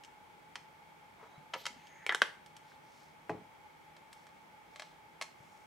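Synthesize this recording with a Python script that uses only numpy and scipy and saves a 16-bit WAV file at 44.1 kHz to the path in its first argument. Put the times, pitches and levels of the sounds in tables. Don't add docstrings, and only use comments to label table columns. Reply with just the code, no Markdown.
import sys
import numpy as np
from scipy import signal
from scipy.fft import rfft, irfft, next_fast_len
from scipy.io import wavfile
from scipy.ndimage import uniform_filter1d

SR = 44100
rng = np.random.default_rng(int(sys.argv[2]) if len(sys.argv) > 2 else 0)


def master(y):
    cut = np.clip(np.atleast_2d(y).T, -1, 1)
    pcm = np.round(cut * 32767)
    wavfile.write(sys.argv[1], SR, pcm.astype(np.int16))


N = 249850
T = np.arange(N) / SR
HIT_T = T[:SR // 2]

# pitch_hz, level_db, fade_s (time to fall by 60 dB)
TUBE_TONES = [(456, -18.5, 0.029), (855, -15, 0.015), (1436, -20, 0.038), (1990, -37, 0.0042),
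              (2670, -26, 0.017), (3207, -9, 0.017), (3700, -8, 0.0091), (4740, -13, 0.006),
              (5620, -19.5, 0.0079)]


def undb(db):
    return 10 ** (np.asarray(db) / 20)


def unit(x):
    return x / np.sqrt(np.mean(x ** 2))


def unit_hit(x):
    return x * np.sqrt(.004 * SR / np.sum(x ** 2))


def keep(x, hz, side, order=2):
    return signal.sosfilt(signal.butter(order, min(hz, SR * .45), side, fs=SR, output="sos"), x)


def noise(gain):
    n = next_fast_len(N, real=True)
    return unit(colour(rng.standard_normal(n), gain)[:N])


def colour(x, gain):
    return irfft(rfft(x) * gain(np.fft.rfftfreq(len(x), 1 / SR) + 1), len(x))


def curve(points):
    hz, db = np.transpose(points)
    return lambda f: undb(np.interp(np.log(f), np.log(hz), db))


def peak(hz, width_hz):
    return lambda f: 1 / (1 + ((f / hz - hz / f) * hz / (0.75 * width_hz)) ** 2)


def ring(tones):
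    return sum((-1) ** k * undb(db - 60 * HIT_T / fade_s) * np.sin(2 * np.pi * hz * HIT_T)
               for k, (hz, db, fade_s) in enumerate(tones))


def burst(fade_s):
    return rng.standard_normal(len(HIT_T)) * undb(-60 * HIT_T / fade_s)


def fade_in(rise_s):
    return 1 - np.exp(-HIT_T / rise_s)


def add(track, start_s, x):
    i = int(start_s * SR)
    track[i:i + len(x)] += x[:N - i]


def stroke(x, start_s, length_s, level_db, grip_db=2):
    out, n = np.zeros(N), int(length_s * SR)
    swell = np.sin(np.linspace(0, np.pi, n))
    roughness = unit(uniform_filter1d(rng.standard_normal(SR), size=300))[:n]
    grip = undb(grip_db * np.clip(roughness, -2, 2))
    add(out, start_s, undb(level_db) * swell * unit(grip * x[:n]))
    return out


def taps(hits, tones, pitch_span, crack_db, crack_fade_s, contact_s):
    out, body = np.zeros(N), unit_hit(ring(tones))
    for start_s, level_db, top_hz in hits:
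        crack = unit_hit(keep(burst(crack_fade_s), 7100, "low", order=1))
        click = (body + undb(crack_db) * crack) * fade_in(contact_s)
        click = keep(keep(click, top_hz / pitch_span, "high"), top_hz, "low")
        add(out, start_s, undb(level_db) * unit_hit(click))
    return out


def fan(air_db=-63.5):
    # pitch_hz, level_db
    air_shape = [(25, -43), (45, -7), (60, -5.5), (110, -2), (165, 1), (260, -3), (600, -2.5), (950, -3.5),
                 (1300, -5), (2400, -10), (4200, -18.5), (8000, -24), (15500, -28.5)]
    # pitch_hz, width_hz, level_db
    hums = [(157.7, 8.3, -77.5), (856.5, 104, -62.5), (2207, 340, -72.5), (3260, 520, -81)]
    # pitch_hz, level_db
    spread = [(40, -12), (110, -10.5), (380, 2), (850, -6), (1300, 2), (2400, -1), (12000, -2.5)]

    def air():
        rush = undb(air_db) * noise(curve(air_shape))
        return rush + sum(undb(db) * noise(peak(hz, width_hz)) for hz, width_hz, db in hums)
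    side = colour(air(), curve(spread))
    return air() + np.array([[1], [-1]]) * side


def room(x, tail_db=-10, side_db=-5, fade_s=0.34, treble_fade_s=0.32, pan_db=1.1, scatter_db=-14):
    # delay_s, level_db, left_minus_right_db
    echoes = [(.0030, -27, -1), (.0070, -18, 2), (.0097, -17.5, -8.5), (0.0132, -25, -7), (.0200, -21, 1)]
    # pitch_hz, level_db
    walls = [(200, 0), (450, 2), (1000, 0.5), (1550, -2.5), (2300, 4), (3200, 0), (4500, 2.5), (8000, 3),
             (15000, 4)]

    def tail():
        late = keep(burst(fade_s), 3000, "low") + keep(burst(treble_fade_s), 3360, "high")
        late = colour(late, curve(walls)) * fade_in(0.008)
        return undb(tail_db) * late / np.sqrt(np.sum(late ** 2))
    sides = np.array([1, -1])
    scatter = keep(burst(fade_s=0.035), 4500, "high")
    scatter = undb(scatter_db) * scatter / np.sqrt(np.sum(scatter ** 2))
    response = tail() + sides[:, None] * (undb(side_db) * tail() + scatter)
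    response[:, 0] += undb(sides * pan_db / 2)
    for delay_s, level_db, lean_db in echoes:
        response[:, int(delay_s * SR)] += undb(level_db + sides * lean_db / 2)
    return signal.fftconvolve(x[None], response, axes=1)[:, :N]


def rubs(base_width_hz=360):
    # start_s, length_s, level_db, pitch_hz
    strokes = [(1.176, 0.12, -58, 830), (1.252, 0.24, -64.5, 820), (1.522, 0.17, -59, 3600),
               (1.734, 0.19, -65.5, 2360), (2.63, 0.15, -69.5, 3800), (2.797, 0.36, -71, 4820),
               (4.095, 0.2, -75.5, 5000), (4.666, 0.32, -69, 3560), (5.316, 0.41, -75.5, 6000)]
    return sum(stroke(noise(peak(hz, base_width_hz + hz)), start_s, length_s, level_db)
               for start_s, length_s, level_db, hz in strokes)


def squeaks(wobble_share=0.061):
    # start_s, length_s, level_db, start_hz, end_hz
    glides = [(1.153, 0.32, -85.5, 6250, 6550), (1.223, 0.24, -77.5, 3780, 4040),
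              (1.553, 0.085, -67.5, 13300, 12300), (1.73, 0.4, -74, 6380, 6680)]
    out = np.zeros(N)
    for start_s, length_s, level_db, start_hz, end_hz in glides:
        pitch_hz = np.interp(T[:SR], [0, length_s], [start_hz, end_hz])
        phase = 2 * np.pi * np.cumsum(pitch_hz) / SR
        wobble = keep(rng.standard_normal((2, SR)), wobble_share * start_hz / 2, "low")
        tone = wobble[0] * np.cos(phase) + wobble[1] * np.sin(phase)
        out += stroke(tone, start_s, length_s, level_db)
    return out


def mat_ticks():
    # start_s, level_db, top_hz
    hits = [(3.9660, -55, 6430), (4.1286, -50.5, 11000), (4.2678, -56, 6900), (4.2905, -58, 3500),
            (4.7593, -47, 6500), (4.7963, -40, 5970), (4.8203, -43, 5000), (5.2128, -33.5, 6160),
            (5.2220, -35, 7000)]
    # pitch_hz, level_db, fade_s
    tones = [(612, 1, 0.058), (1100, 2, 0.033), (1310, -8, 0.036), (1677, -1.5, 0.034), (2130, 3.5, 0.019),
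             (3210, -3, 0.028), (4200, 0, 0.02), (5800, -2, 0.0091), (7900, 2.5, 0.01)]
    return taps(hits, tones, pitch_span=8.4, crack_db=0, crack_fade_s=0.039, contact_s=0.00028)


def stick_clicks():
    # start_s, level_db, top_hz
    hits = [(.0359, -52, 6000), (.047, -52, 6840), (.5553, -37.5, 4440), (1.5355, -36, 3260),
            (1.5385, -32.5, 3150), (1.5495, -39.5, 1620), (1.559, -43, 1110), (1.6545, -35, 5200),
            (1.6640, -31, 5370), (1.8698, -55, 7500), (2.4609, -55.5, 9400), (2.5657, -52, 8900)]
    # pitch_hz, level_db, fade_s
    tones = [(528, -7, 0.086), (740, -3.5, 0.017), (948, -5.5, 0.071), (1313, -2, 0.039),
             (1718, -5.5, 0.04), (2090, 6.5, 0.0094), (2730, -6.5, 0.03), (3130, 9.5, 0.013),
             (4100, -7, 0.013), (5180, -1, 0.022), (7300, -22, 0.011)]
    return taps(hits, tones, pitch_span=4.73, crack_db=3, crack_fade_s=0.031, contact_s=0.00059)


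def table_knocks(boom_db=-8, boom_fade_s=0.37, boom_top_hz=420):
    # start_s, level_db, top_hz
    landings = [(3.2945, -27, 2170), (3.303, -38, 900)]
    # pitch_hz, level_db, fade_s
    tones = [(174, -10, 0.37), (248, -10, 0.12), (298, -0.5, 0.12), (428.6, 0, 0.19), (557, -12, 0.082),
             (648, 1.5, 0.089), (702, -2, 0.07), (840, 3, 0.067), (1023, -6, 0.079), (1140, -8, 0.049),
             (1524, 4, 0.018), (1900, -1, 0.031), (2525, -2, 0.027)]
    # start_s, level_db, pitch_hz
    bumps = [(1.228, -50.5, 453), (1.379, -50.5, 150), (1.407, -58.5, 200), (1.704, -55, 230),
             (1.762, -53.5, 254), (2.220, -47, 212), (5.403, -56, 135)]
    out = np.zeros(N)
    for start_s, level_db, top_hz in landings:
        knock = unit_hit(ring(tones)) + undb(-6) * unit_hit(burst(fade_s=0.069))
        knock = keep(keep(knock, top_hz, "low"), 175, "high")
        boom = keep(burst(boom_fade_s), boom_top_hz, "low")
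        boom = keep(boom, 120, "high", order=3) * fade_in(0.0072)
        add(out, start_s, undb(level_db) * (unit_hit(knock) + undb(boom_db) * unit_hit(boom)))
    for start_s, level_db, pitch_hz in bumps:
        bump = ring([(pitch_hz, 0, 0.05)]) * fade_in(0.0019)
        add(out, start_s, undb(level_db) * unit_hit(bump))
    return out


def cap_pitch(time_s, open_hz=2310, closed_hz=1565, push_start_s=2.066, push_length_s=0.07):
    pushed = np.clip((time_s - push_start_s) / push_length_s, 0, 1)
    return open_hz + (closed_hz - open_hz) * pushed


def cap_slide(slip_start_s=2.096, slip_length_s=0.036, slips_per_s=460, slip_db=-40, tube_db=-12):
    out, tube = np.zeros(N), undb(tube_db) * ring(TUBE_TONES)
    for start_s in slip_start_s + np.arange(0, slip_length_s, 1 / slips_per_s):
        late, size, detune = rng.uniform(-1, 1, 3)
        slip = ring([(cap_pitch(start_s) * (1 + 0.045 * detune), 0, 0.008)]) + tube
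        slip = unit_hit(keep(keep(slip, 3000, "low", order=3), 340, "high"))
        add(out, start_s + late / slips_per_s / 2, undb(slip_db + 2 * size) * slip)
    scrape = noise(peak(hz=1890, width_hz=840))
    return out + stroke(scrape, start_s=1.844, length_s=0.35, level_db=-60)


def cap_snaps(cap_fade_s=0.012, contact_s=0.00043, tube_db=-3, crackle_db=-1, clatter_db=-9):
    # start_s, level_db, top_hz, crack_db
    catches = [(2.0645, -30.5, 4400, -14), (2.0930, -23, 4040, -36), (2.1230, -31.5, 2600, -18.5),
               (2.1470, -25.5, 4400, -11), (2.2184, -16, 5900, -21.5)]
    out, tube = np.zeros(N), undb(tube_db) * ring(TUBE_TONES)
    pulse = unit_hit(signal.unit_impulse(len(HIT_T), int(.001 * SR)))
    for start_s, level_db, top_hz, crack_db in catches:
        shell = keep(ring([(cap_pitch(start_s), 0, cap_fade_s)]) + tube, top_hz, "low", order=4)
        crack = pulse + undb(crackle_db) * unit_hit(burst(fade_s=0.04))
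        crack = keep(keep(crack, 2300, "high"), 8550, "low", order=3)
        clatter = keep(keep(burst(fade_s=0.032), 356, "high"), 2800, "low", order=3)
        snap = unit_hit(shell) + undb(crack_db) * unit_hit(crack) + undb(clatter_db) * unit_hit(clatter)
        snap = keep(snap * fade_in(contact_s), 397, "high", order=3)
        add(out, start_s, undb(level_db) * unit_hit(snap))
    return out


def scene():
    handling = stick_clicks() + mat_ticks() + cap_snaps() + cap_slide()
    handling += table_knocks() + rubs() + squeaks()
    return room(handling) + fan()


def record(dry, top_hz=15750):
    return signal.sosfilt(signal.ellip(10, .2, 70, top_hz, fs=SR, output="sos"), dry)


dry = scene()
out = record(dry)
master(out)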